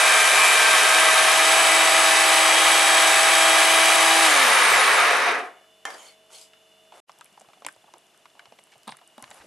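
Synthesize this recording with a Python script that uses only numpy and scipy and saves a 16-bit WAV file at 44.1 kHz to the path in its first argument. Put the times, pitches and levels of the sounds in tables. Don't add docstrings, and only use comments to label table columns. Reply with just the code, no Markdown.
import sys
import numpy as np
from scipy import signal
from scipy.fft import rfft, irfft, next_fast_len
from scipy.io import wavfile
from scipy.ndimage import map_coordinates

SR = 44100
rng = np.random.default_rng(int(sys.argv[2]) if len(sys.argv) > 2 else 0)


def convert_level_to_amplitude(level_db):
    exponent = np.asarray(level_db, float) / 20
    return 10 ** exponent


def master(y):
    cut = np.clip(np.atleast_2d(y).T, -1, 1)
    pcm = np.round(cut * 32767)
    wavfile.write(sys.argv[1], SR, pcm.astype(np.int16))


N = 417186
TIME = np.arange(N) / SR
GEAR = 16 / 13
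FREE_TURNS = 323.4
SILENT_S, BACK_S = 7.002, 7.062

# (time [s], peak [dB], mouth resonance [Hz], edge [dB])
SMACKS = [(7.095, -31.5, 1000, -9), (7.193, -49, 800, -6), (7.21, -35.5, 1300, -4.5),
          (7.26, -48, 2300, -10), (9.304, -44.5, 1000, -4), (7.375, -37.5, 800, -9), (7.411, -43, 640, -4),
          (7.446, -48, 880, -12), (7.487, -42.5, 760, -3), (7.533, -42, 950, 0), (7.621, -34.5, 850, -13),
          (7.648, -30, 680, 2), (7.665, -24, 800, -3), (7.6856, -24.5, 1670, -10), (7.763, -44, 646, -12),
          (7.841, -46, 716, -6), (7.88, -49, 751, -8), (7.938, -36, 884, -5), (8.256, -37.5, 1130, -2),
          (8.353, -44, 760, -10), (8.394, -32, 1850, -5), (8.456, -42, 1200, 5), (8.522, -37, 646, -8),
          (8.588, -43, 700, 4), (8.721, -48, 2050, -4), (8.756, -45, 762, -11), (9.014, -44, 800, -6),
          (9.226, -37.5, 950, -1), (9.24, -38, 1570, 5.5), (9.312, -38, 710, -8), (8.146, -50, 1300, -3),
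          (8.67, -50, 1100, -3), (9.417, -45, 1500, -4)]


def grinder():
    # (time [s], level [dB])
    gear_levels = [(0, -17.5), (4.2, -17.5), (4.3, -15.5), (4.46, -15.5), (4.75, -15.5), (5.08, -16.5),
                   (5.25, -19.5), (5.278, -18), (5.35, -23.5), (5.41, -29), (5.48, -39.5), (5.55, -52),
                   (5.72, -71.5)]
    # (time [s], first low tone [dB], second low tone [dB], brush contact [dB])
    thrust = [(0, 0.5, -1.5, -1), (.5, -3, -1.5, 0.5), (.7, 1, 0.5, -2.5), (1.25, 2, 3, -4.5),
              (1.45, 0, -0.5, 2.5), (1.9, 1, -0.5, 2.5), (2.5, -1, 0, 1.5), (3.1, -1, 0, 2),
              (3.5, 0, 0.5, 1.5), (3.7, -0.5, -5.5, -3), (4.0, -1, -1.5, 0), (4.2, -2.5, 2.5, -3.5),
              (4.3, -2, -1, 2), (4.4, 2, -1.5, 0)]
    # (frequency [Hz], level difference [dB])
    lean = [(60, 0.15), (170, 0.0), (510, 1.6), (1480, 0), (4310, 0.24), (12600, 1)]
    speed, load, coasting = armature()
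    speed = speed * (1 + .0008 * wobble(14))
    turns = np.cumsum(speed) / SR
    rattle_db, = curves(gear_levels, outside=-120)
    *low_db, contact_db = curves(thrust)
    sound = housing_noise(speed, turns, coasting, rattle_db)
    sound += gear_tones(speed, turns, load, coasting, rattle_db, low_db)
    sound += brushes(speed, turns, coasting, contact_db)
    return filtered(sound, lambda f: convert_level_to_amplitude(along(lean, f) * [[.5], [-.5]]))


def armature():
    # (time [s], load [share])
    meat = [
        (0, 1),
        (.7, 1),
        (1.25, .8),
        (1.5, 0),
        (3.4, 0),
        (3.9, -.3),
        (4.25, -.3),
        (4.31, -.1),
    ]
    off_s, release_s = 4.25, .06
    sag_turns, creep_turns_per_s = 3.6, .45
    drag_per_s, friction_turns = .7614, 200
    load = np.interp(TIME, *np.transpose(meat))
    driven = FREE_TURNS + creep_turns_per_s * np.minimum(TIME, off_s) - sag_turns * load
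    since = np.maximum(TIME - off_s, 0)
    slowing = (driven + friction_turns) * np.exp(-drag_per_s * since) - friction_turns
    return np.maximum(slowing, 1), load, np.minimum(since / release_s, 1)


def housing_noise(speed, turns, coasting, rattle_db):
    # (frequency [Hz], density [dB per Hz])
    rattle_shape = [(290, -47), (500, -9), (727, -2), (850, -1), (1220, 3), (1540, -3), (2330, 1.5),
                    (2900, -6), (3640, -11), (3960, -11), (6000, -15.5), (7800, -34.5), (13200, -120)]
    # (frequency [Hz], density [dB per Hz])
    hiss_shape = [(1760, -31.5), (3000, 0), (3780, -7), (4180, -6.5), (5170, -9), (7380, -8.5), (7560, -9),
                  (8660, -7), (9520, -7.5), (11100, -10.5), (12400, -19), (16100, -46.5), (22000, -120)]
    # (frequency [Hz], width [Hz], gain [dB])
    housing = [(1116, 30, 1), (1254, 27, 3.5), (1675, 153, 6.5), (1980, 21, 6.5), (2300, 17, 4),
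               (3757, 53, 10), (6270, 140, 4), (9500, 420, 4)]
    # (frequency [Hz], density [dB per Hz])
    rumble_shape = [(130, -57.5), (220, -21.5), (427, -3.5), (580, -7), (611, -16.5), (638, -18),
                    (700, 4.5), (910, -21), (1540, -120)]
    # (frequency [Hz], density [dB per Hz])
    draught_shape = [(15, -49.5), (25, -7.5), (124, -23.5), (166, 4), (240, -4.5), (310, -33), (530, -120)]
    fan_db, fan_off_db, fan_db_per_decade, fan_slowest = -4.5, -2, 14.5, 30
    table_db, shudder_turns, shudder_slowest = -18.5, 76, 17.5
    dull_hz, dulling = 2300, 0.5
    chatter_hz, chatter_width_hz, chatter_db = 1550, 700, -9.5

    def shell(f):
        return 1 + sum((convert_level_to_amplitude(db) - 1) * abs(resonance(f, hz, width)) ** 2 for hz, width, db in housing)

    hiss_db = rattle_db + fan_db + fan_off_db * coasting
    hiss_db += fan_db_per_decade * np.log10(np.maximum(speed, fan_slowest) / FREE_TURNS)
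    hiss_db += .08 * np.minimum(rattle_db + 16.5, 0)
    shudder = (shudder_turns / np.maximum(speed, shudder_slowest)) ** 2
    rumble_db = rattle_db + table_db + 10 * np.log10(1 + shudder)

    rattle = unit(room(rush(lambda f: convert_level_to_amplitude(along(rattle_shape, f)) * shell(f), grain_db=-0.86), -9.0))
    hiss = unit(room(rush(lambda f: convert_level_to_amplitude(along(hiss_shape, f)) * shell(f), grain_db=1.5), -28.5))
    bright_part = filtered(rattle, lambda f: 1 / (1 + (dull_hz / (f + 1)) ** 4))
    rattle = rattle - bright_part * (1 - convert_level_to_amplitude(dulling * np.minimum(rattle_db + 13.5, 0)))
    hiss = hiss * (1 + 0.24 * np.sin(2 * np.pi * turns))
    sound = convert_level_to_amplitude(rattle_db - 0.75) * rattle + convert_level_to_amplitude(hiss_db + 0.63) * hiss

    chatter = rush(lambda f: abs(resonance(f, chatter_hz, chatter_width_hz)) ** 2, grain_db=2.5)
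    sound += coasting * (1 - speed / FREE_TURNS) * convert_level_to_amplitude(rattle_db + chatter_db) * chatter
    sound += convert_level_to_amplitude(rumble_db + 1.0) * rush(lambda f: convert_level_to_amplitude(along(rumble_shape, f)))
    sound += convert_level_to_amplitude(0.87 * hiss_db - 44.5) * rush(lambda f: convert_level_to_amplitude(along(draught_shape, f)))
    return sound


def gear_tones(speed, turns, load, coasting, rattle_db, low_db):
    # (multiple of armature speed [ratio], loaded [dB], free [dB])
    shaft = [(1.004, -51, -40), (2.003, -32, -28.5), (2.297, -38.5, -42.5), (2.998, -50.5, -37),
             (3.47, -37, -42.5), (3.927, -36.5, -41.5), (7, -42.5, -37.5), (7.09, -46, -39.5),
             (7.996, -30.5, -32), (9, -48.5, -35.5), (10, -37, -33.5), (11.52, -39.5, -48.5),
             (12, -43.5, -39.5), (15, -51, -40), (15.98, -40, -42.5), (17.03, -43, -52),
             (17.7, -45.5, -54.5), (19.06, -45, -44.5), (20, -54, -47.5), (25, -42, -51.5),
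             (32.04, -32, -51.5), (33, -38.5, -37.5), (33.9, -54, -43), (36.06, -42.5, -51.5)]
    # (multiple of mesh rate [ratio], loaded [dB], free [dB])
    mesh = [(2, -39, -29), (3, -40.5, -37), (4, -27, -33.5), (4.5, -34.5, -37.5), (5, -37, -35),
            (5.5, -41.5, -38.5), (6, -27, -31), (8, -49.5, -53.5), (9.5, -45.5, -43.5),
            (1.1, -44, -57)]
    # (time [s], four levels [dB])
    bearing = [(0, 2, -0.5, 0.5, -8.5), (.3, 2.5, 0.5, -3, -5.5), (.45, 5, -3.5, 4, -5),
               (.65, 0.5, 2, 0.5, -1), (.9, -2, 1, 0.5, 1.5), (1.3, -2.5, -0.5, -1.5, 1),
               (1.6, 0.5, 1, 2, -7), (2.2, -1.5, -1.5, 2, -7), (2.6, -0.5, -6, -2.5, 5.5),
               (3.0, 1, 3.5, -9, 3), (3.15, -3, -2, 5, -7), (3.4, 3, -1, -2, 4.5), (3.8, 3, 0, -1, 0.5),
               (4.2, -2, 2.5, -1, -10)]
    wheels = [6 * GEAR, 4 * GEAR, 8, 10.01, 2.005, 2 * GEAR]
    # (frequency [Hz], level [dB])
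    radiate = [(125, -42), (165, -15), (205, -22), (255, -4), (290, -7), (320, 0)]
    # (frequency [Hz], level [dB])
    slack = [(380, -28), (520, -8), (800, -12), (1250, -3), (1800, -10), (3000, -18)]
    pressures = list(zip(wheels, curves(bearing) + low_db))
    sound = np.zeros((2, N))
    for k, loaded_db, free_db in shaft + [(k * GEAR, a, b) for k, a, b in mesh]:
        pressed = [db for wheel, db in pressures if abs(k / wheel - 1) < .012]
        level_db = free_db + load * (loaded_db - free_db) + sum(pressed)
        level_db = level_db + coasting * along(slack, k * speed) * (k > 1.5)
        level_db = level_db + along(radiate, k * speed) + rattle_db + 17.0 - 5 * (k > 30.5)
        unsteady_db = (.4 if pressed else 1) * (1.8 + .04 * k)
        sound += tone(k * turns, level_db + unsteady_db * wobble(6.3))
    return sound


def brushes(speed, turns, coasting, contact_db):
    # (frequency [Hz], level [dB])
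    holder = [(6000, -34), (6800, -9), (7200, 2), (7800, 1), (8500, 1), (9300, 2), (10300, 5.5),
              (11300, -4), (12400, -3)]
    bar_shape_db = [0, 0.5, 1.5, -1, 0, 0, 0.976, 1, 1, 1, 1, 1]
    bars, brush_db, knee_turns = 24, -34.5, 130
    click_db = brush_db - 10 * np.log10(1 + (knee_turns / speed) ** 5)
    runout = 1 + 0.26 * np.sin(2 * np.pi * turns * GEAR / 4)
    sound = np.zeros((2, N))
    for k in np.arange(12) + 1:
        hz = k * bars * speed
        level_db = click_db + bar_shape_db[k - 1] + contact_db * (k == 1) + along(holder, hz)
        level_db = level_db - 1.5 * coasting + (1.2 + 1.2 * coasting) * wobble(30)
        sound += runout * np.clip(15 - hz / 1000, 0, 1) * tone(k * bars * turns, level_db, spread=.15)
    return sound


def pusher():
    # (time [s], peak [dB], crack [dB])
    hits = [
        (5.853, -14, -13.5),
        (5.904, -28, -10),
        (5.944, -33.5, -7.5),
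    ]
    # (frequency [Hz], level [dB], t60 [s])
    tube = [(800, -5, 0.084), (1000, -17, 0.35), (1440, -21, 0.14), (1780, 5, 0.053), (2090, -12, 0.22),
            (2710, -29, 0.4), (2930, -19, 0.015), (3150, -8, 0.077), (3400, -31.5, 0.083)]
    # (time [s], peak [dB], centre [Hz])
    catches = [(6.304, -46, 1200), (6.314, -44, 6500), (6.334, -41, 6500), (6.347, -40, 4500),
               (6.385, -33, 6420), (6.397, -47, 6800), (6.413, -35, 7750), (6.414, -40, 4900),
               (6.426, -40, 3500), (6.534, -40.5, 3000), (6.538, -50, 1600)]
    # (start [s], length [s], frequency [Hz], level [dB])
    squeaks = [(5.853, 0.042, 1660, -44), (5.855, .06, 750, -44), (5.857, .04, 2130, -45),
               (5.856, 0.08, 1100, -50), (5.859, .05, 5800, -54), (5.897, .07, 1700, -50),
               (5.87, 0.26, 3130, -56.5), (5.893, 0.066, 4800, -55), (5.922, 0.234, 2200, -61.5),
               (5.959, 0.11, 7100, -57), (5.99, 0.082, 6500, -55), (6.053, .06, 4390, -55),
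               (5.958, 0.128, 9400, -65), (6.31, 0.066, 7900, -57), (6.314, 0.096, 9260, -57.5),
               (6.33, .05, 4300, -53), (6.317, 0.083, 3150, -56), (6.32, .08, 6500, -57),
               (6.4, 0.05, 7650, -57), (6.403, 0.044, 4860, -57)]
    # (start [s], lift [s], level [dB], tube body [dB])
    slides = [
        (5.853, 6.078, -54, 13.5),
        (6.299, 6.416, -51.5, -3),
        (6.921, 7.006, -60, 10),
    ]
    knocks, t = np.zeros(N), TIME[:SR // 4]
    for s, db, crack_db in hits:
        ring = np.zeros(len(t))
        for hz, level, t60 in tube:
            ring += convert_level_to_amplitude(level + rng.normal(0, 1.4) - 60 * t / min(t60, .09)) * np.sin(2 * np.pi * hz * t)
        thud = convert_level_to_amplitude(db - 13) * ring + convert_level_to_amplitude(db - 9.0) * burst(t, 1240, 1200, 0.092)
        add(knocks, s, thud + convert_level_to_amplitude(db + crack_db + 7.5) * burst(t, 5500, 7600, 0.019))
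    for s, db, hz in catches:
        add(knocks, s, convert_level_to_amplitude(db) * burst(t, hz, .6 * hz, 0.01))
    for s, length, hz, db in squeaks:
        add(knocks, s, convert_level_to_amplitude(db) * rub(length, hz, 320))
    high = rush(lambda f: 1. * (f > 2000), grain_db=2.5)
    low = rush(lambda f: abs(resonance(f, 670, 1150)) ** 2, grain_db=2.0)
    scrape = np.zeros((2, N))
    for row in slides:
        slide, body = stroke(*row)
        scrape += slide * (convert_level_to_amplitude(4.5) * high + body * low)
    return room(np.array([knocks, knocks]), -4.5) + scrape


def stroke(start, lift, db, body_db):
    bite_s, lift_s, edge_db = .03, 0.073, -11.5
    shape = [(start, edge_db), (start + bite_s, 0), (lift, 0), (lift + lift_s, edge_db)]
    shape_db, = curves(shape, outside=-120)
    return convert_level_to_amplitude(db + shape_db), convert_level_to_amplitude(body_db - 64.5 * np.clip(TIME - start, 0, 1))


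def cat():
    # (start [s], length [s], frequency [Hz], width [Hz], level [dB])
    scuffs = [(8.715, .035, 2500, 4000, -56), (8.872, 0.062, 8940, 1500, -54),
              (8.41, 0.03, 800, 500, -58.5), (8.462, .022, 730, 300, -57), (7.412, .02, 700, 400, -54),
              (7.492, .016, 870, 500, -54), (7.565, .02, 750, 400, -57), (7.868, .03, 800, 500, -57),
              (7.952, .024, 700, 400, -53), (9.43, .025, 480, 350, -52), (8.914, .01, 4100, 3000, -46),
              (8.928, 0.027, 1100, 900, -56), (9.02, 0.019, 840, 700, -58), (10, 0.026, 830, 600, -52),
              (9.225, 0.024, 760, 700, -48), (9.396, .03, 1300, 2000, -54), (9.32, .08, 10000, 3000, -60.5),
              (8.36, 0.029, 800, 500, -59.5), (9.194, .018, 900, 450, -50), (7.686, .012, 950, 400, -49),
              (8.393, .014, 750, 500, -55), (9.344, .014, 750, 400, -55), (8.94, .016, 1100, 600, -56)]
    near = np.zeros(N)
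    contacts(near)
    wet_threads(near)
    for s, length, hz, width, db in scuffs:
        add(near, s, convert_level_to_amplitude(db) * rub(length, hz, width))
    aside = convert_level_to_amplitude(-15) * np.roll(near, 31)
    return room(np.array([near + aside, near - aside]), -15.5) + lapping()


def contacts(track):
    # (time [s], peak [dB], ring [Hz])
    clatter = [(8.73, -49.5, 900), (8.873, -37, 900), (8.8775, -28, 870), (8.882, -30, 920),
               (8.891, -27, 915), (8.895, -31, 980), (8.907, -40, 800), (8.922, -32, 900),
               (8.935, -44.5, 845), (8.969, -46, 1880), (8.987, -46, 1350), (9.18, -35, 800),
               (9.312, -38, 1900), (9.344, -53, 681), (9.417, -44, 880)]
    # (time [s], peak [dB], ring [Hz])
    taps = [
        (6.922, -37, 800),
        (6.939, -41, 700),
    ]
    plate_edge_db, heavy_hz = -5, 800
    t = TIME[:SR // 12]
    touches = [(*row, 0.032, -22) for row in SMACKS]
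    touches += [(*row, plate_edge_db, 0.035, -9.5) for row in clatter]
    touches += [(*row, plate_edge_db, .035, -29) for row in taps]
    for s, db, hz, edge_db, t60, heavy_db in touches:
        thump_db = heavy_db - 21 * max(np.log2(hz / heavy_hz), 0)
        thump = np.sin(2 * np.pi * rng.uniform(98, 233) * t)
        thump = thump * convert_level_to_amplitude(-60 * t / 0.07) * np.minimum(t / 0.0025, 1)
        mouth = burst(t, hz, 0.58 * hz, t60) + convert_level_to_amplitude(edge_db) * burst(t, 2400, 2510, 0.8 * t60)
        add(track, s, convert_level_to_amplitude(db - 1.5) * mouth + convert_level_to_amplitude(db + thump_db + 10.5) * thump)
    for s, db, _ in clatter:
        add(track, s, convert_level_to_amplitude(db - 8) * burst(t, 3700, 770, 0.025))


def wet_threads(track):
    # (time [s], peak [dB], centre [Hz])
    snaps = [(7.117, -39.5, 5200), (7.1867, -38, 9160), (7.2095, -35, 9530), (7.2436, -30, 9200),
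             (7.256, -40, 10200), (7.3995, -41, 6500), (7.6477, -28, 4910), (7.708, -49, 9000),
             (7.713, -51, 6500), (7.721, -47.5, 6500), (7.735, -48, 9800), (7.748, -50, 4500),
             (8.596, -42.5, 9000), (8.7196, -46.5, 9000), (9.193, -48, 8500), (7.664, -25, 2300),
             (7.2095, -43, 2300), (7.3264, -49.5, 6210), (7.3963, -39, 7970), (7.409, -43, 8500),
             (7.4148, -37, 8320), (7.6033, -47.5, 8990), (7.664, -14.5, 9600), (7.6863, -33, 8950),
             (7.7255, -39.5, 9790), (7.7619, -47, 8010), (7.937, -37, 6500), (7.9814, -40, 10100),
             (8.0667, -46, 6740), (8.175, -44.5, 8770), (8.3012, -51.5, 4820), (8.6374, -36.5, 8800),
             (8.6694, -47.5, 10000), (8.7791, -41, 9340), (8.832, -45, 5000), (8.8769, -29, 8560),
             (8.9215, -30, 2000), (8.832, -43.5, 9500), (8.9687, -33, 10300), (9.075, -38, 9060),
             (9.1792, -39.5, 9240), (9.224, -23.5, 8500), (9.3036, -36, 8790), (9.3112, -36, 7500),
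             (9.3434, -36.5, 10500)]
    stretch_s = .001
    t = TIME[:SR // 12]
    threads = [(s, db - 10 + 0.453 * edge_db, 5000) for s, db, _, edge_db in SMACKS]
    for s, db, hz in snaps + threads:
        add(track, s + stretch_s, convert_level_to_amplitude(db + 1.5) * burst(t, hz, .65 * hz, .0035))


def lapping():
    # (time [s], eagerness [dB])
    eagerness = [
        (7.08, -66.5),
        (7.54, -65),
        (8.11, -90),
        (8.35, -75),
        (8.89, -67),
        (9.02, -86),
        (9.22, -57.5),
        (9.37, -50.5),
        (9.46, -55.5),
    ]
    # (time [s], level [dB])
    shuffle = [
        (7.1, -91.5),
        (7.6, -80),
        (8.15, -91),
        (8.9, -82),
        (9.1, -89),
        (9.25, -70),
        (9.38, -76.5),
        (9.46, -58.5),
    ]
    wet_db, = curves(eagerness, outside=-120)
    shuffle_db, = curves(shuffle, outside=-120)
    wet = rush(lambda f: abs(resonance(f, 800, 1200)) ** 1.5, grain_db=4.5)
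    fizz = rush(lambda f: abs(resonance(f, 6450, 13000)) ** 1.3, grain_db=1.5)
    table = convert_level_to_amplitude(shuffle_db + 15.5) * rush(lambda f: abs(resonance(f, 75, 110)) ** 2)
    return table + convert_level_to_amplitude(wet_db - 2.0) * wet + convert_level_to_amplitude(wet_db - 5.5) * fizz


def paws():
    # (time [s], peak [dB], frequency [Hz])
    steps = [(7.19, -66, 150), (7.32, -59, 200), (7.41, -58.5, 220), (7.48, -62, 140), (7.56, -63, 200),
             (7.648, -50, 300), (7.665, -51, 300), (7.77, -66, 110), (7.84, -63, 200), (7.938, -54, 350),
             (8.48, -62, 130), (8.52, -60.5, 250), (8.76, -63, 130), (8.874, -52, 220), (8.885, -59, 130),
             (9.22, -55, 260), (9.23, -53.5, 130), (9.29, -62, 100), (9.4, -60, 70)]
    pushes, t = np.zeros(N), TIME[:SR // 8]
    for s, db, hz in steps:
        fade = convert_level_to_amplitude(db + 3 - 60 * t / 0.093) * np.minimum(t / 0.0051, 1)
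        add(pushes, s, fade * np.sin(2 * np.pi * hz * t))
    return pushes


def kitchen():
    # (frequency [Hz], density [dB per Hz])
    air = [(15, -56.5), (25, -45), (390, -10.5), (433, -17.5), (578, -12.5), (641, -9), (901, -15),
           (2440, -18), (2930, -9.5), (3250, -19.5), (9750, -24), (12000, -25), (13000, -39)]
    # (frequency [Hz], before the scene changes [dB], after [dB])
    fridge = [(50, -95, -95), (99, -86.5, -97), (148, -84.5, -83), (200, -80.5, -85), (444, -71.5, -79),
              (640, -64, -74.5), (3505, -69.5, -92), (2968, -69, -84)]
    # (frequency [Hz], width [Hz], level [dB], share of the swell [ratio])
    whistles = [(2890, 110, -69.5, 1), (710, 90, -79.5, 0.017)]
    # (time [s], whistle [dB], ticking [dB])
    swell = [(5.6, 1, 1), (6.4, -1, -2), (6.9, -2, -9), (7.1, -7, 0), (8.2, -7, 1), (8.5, 2, -1.5),
             (9.46, -3, -1)]
    air_db = -57.5
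    later = TIME >= SILENT_S
    sound = convert_level_to_amplitude(air_db - 4) * rush(lambda f: convert_level_to_amplitude(along(air, f)))
    for hz, before_db, after_db in fridge:
        sound += tone(hz * TIME, np.where(later, after_db, before_db) + 1.0 * wobble(3.3))
    whistle_db, tick_db = curves(swell)
    for hz, width, db, share in whistles:
        breath = rush(lambda f: abs(resonance(f, hz, width)) ** 2)
        sound += convert_level_to_amplitude(db + share * whistle_db + 2.0 * wobble(5.4)) * breath
    tick_rate, first_s, tick_hz, half_s = 25, .023, 3480, .004
    since = (TIME - first_s + .5 / tick_rate) % (1 / tick_rate) - .5 / tick_rate
    level = convert_level_to_amplitude(-65 + tick_db + 2 * later + 2.2 * wobble(25))
    return sound + level * np.exp(-.5 * (since / half_s) ** 2) * np.sin(2 * np.pi * tick_hz * since)


def room(x, db):
    # (frequency [Hz], t60 [s])
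    decay = [(300, 0.24), (2000, 0.2), (10000, 0.23)]
    hz, t, z = signal.stft(rng.standard_normal((2, SR // 2)), SR, nperseg=256)
    fade = convert_level_to_amplitude(-60 * t / along(decay, hz)[:, None])
    tail = signal.istft(z * fade, SR, nperseg=256)[1]
    late = np.pad(x, ((0, 0), (200, 0)))
    return x + convert_level_to_amplitude(db) * signal.fftconvolve(late, tail / np.linalg.norm(tail[0]), axes=1)[:, :N]


def rush(gain, grain_db=0):
    # (frequency [Hz], side over mid [dB])
    spread = [(60, -11.5), (110, -12), (200, -11.5), (360, -8.5), (640, -8.5), (1170, -5.5), (2110, -4.5),
              (3830, -6), (6930, -4.5), (8500, -11), (9500, -11), (11000, -15.5), (12300, -3)]
    pair = rng.standard_normal((2, N)) * convert_level_to_amplitude(grain_db * wobble(700))

    def mid_side(f):
        return gain(f) * [f ** 0, convert_level_to_amplitude(np.maximum(along(spread, f), -14.5) - 5.0)]

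    mid, side = filtered(pair, mid_side)
    return unit(np.array([mid + side, mid - side]))


def tone(turns, db, spread=0.19):
    start, lag = rng.random(), rng.normal(0, spread)
    return np.sqrt(2) * convert_level_to_amplitude(db) * np.sin(2 * np.pi * (turns + start) + [[lag], [-lag]])


def burst(t, hz, width, t60):
    m = 2 * len(t)
    puff = rng.standard_normal(len(t)) * convert_level_to_amplitude(-60 * t / max(t60, .001))
    puff[0] = 0.46 * np.linalg.norm(puff)
    out = irfft(rfft(puff, m) * resonance(np.fft.rfftfreq(m, 1 / SR), hz, width) ** 2, m)[:len(t)]
    return out / np.max(abs(out))


def rub(length, hz, width):
    n = round(length * SR)
    grain_db = 3 * np.repeat(rng.standard_normal(n // 64 + 1), 64)[:n]
    grains = rng.standard_normal(n) * convert_level_to_amplitude(grain_db)
    out = irfft(rfft(grains) * resonance(np.fft.rfftfreq(n, 1 / SR), hz, width) ** 2, n)
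    return unit(out) * np.sin(np.pi * np.arange(n) / n) ** 0.49


def resonance(f, hz, width):
    return 1j * f * width / (hz * hz - f * f + 1j * f * width)


def filtered(x, response):
    m = next_fast_len(N + 8192)
    return irfft(rfft(x, m) * response(np.fft.rfftfreq(m, 1 / SR)), m)[..., :N]


def wobble(rate):
    knots = rng.standard_normal(int(N * rate / SR) + 4)
    return map_coordinates(knots, [TIME * rate], order=1)


def curves(rows, outside=None):
    s, *cols = np.transpose(rows)
    return [np.interp(TIME, s, c, outside, outside) for c in cols]


def along(points, hz):
    f, v = np.transpose(points)
    return np.interp(np.log(hz + 1), np.log(f + 1), v)


def unit(x):
    return x / np.sqrt(np.mean(x ** 2) + 1e-20)


def add(track, s, piece):
    part = track[round(s * SR):][:len(piece)]
    part += piece[:len(part)]


def scene():
    # (frequency [Hz], level [dB])
    capsule = [(40, -34), (110, -26.5), (250, -5.5), (500, -0.5), (10000, -1.5), (12000, -6),
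               (12700, -23.5), (13200, -64)]
    near = filtered(pusher() + cat(), lambda f: convert_level_to_amplitude(along(capsule, f)))
    return grinder() + near + kitchen() + paws()


def roll_off(x):
    return signal.sosfilt(signal.butter(12, 13150, fs=SR, output="sos"), x)


def record(dry):
    fade_s, top_hz = .026, 12480
    gate = np.where(TIME < SILENT_S, 1, np.clip((TIME - BACK_S) / fade_s, 0, 1) ** 3)
    rounded = dry / (1 + abs(dry / 1.7) ** 4) ** (1 / 4)
    rounded = filtered(rounded, lambda f: np.where(f < top_hz, 1, convert_level_to_amplitude(-38)))
    return roll_off(rounded * gate)


dry = scene()
out = record(dry)
master(out)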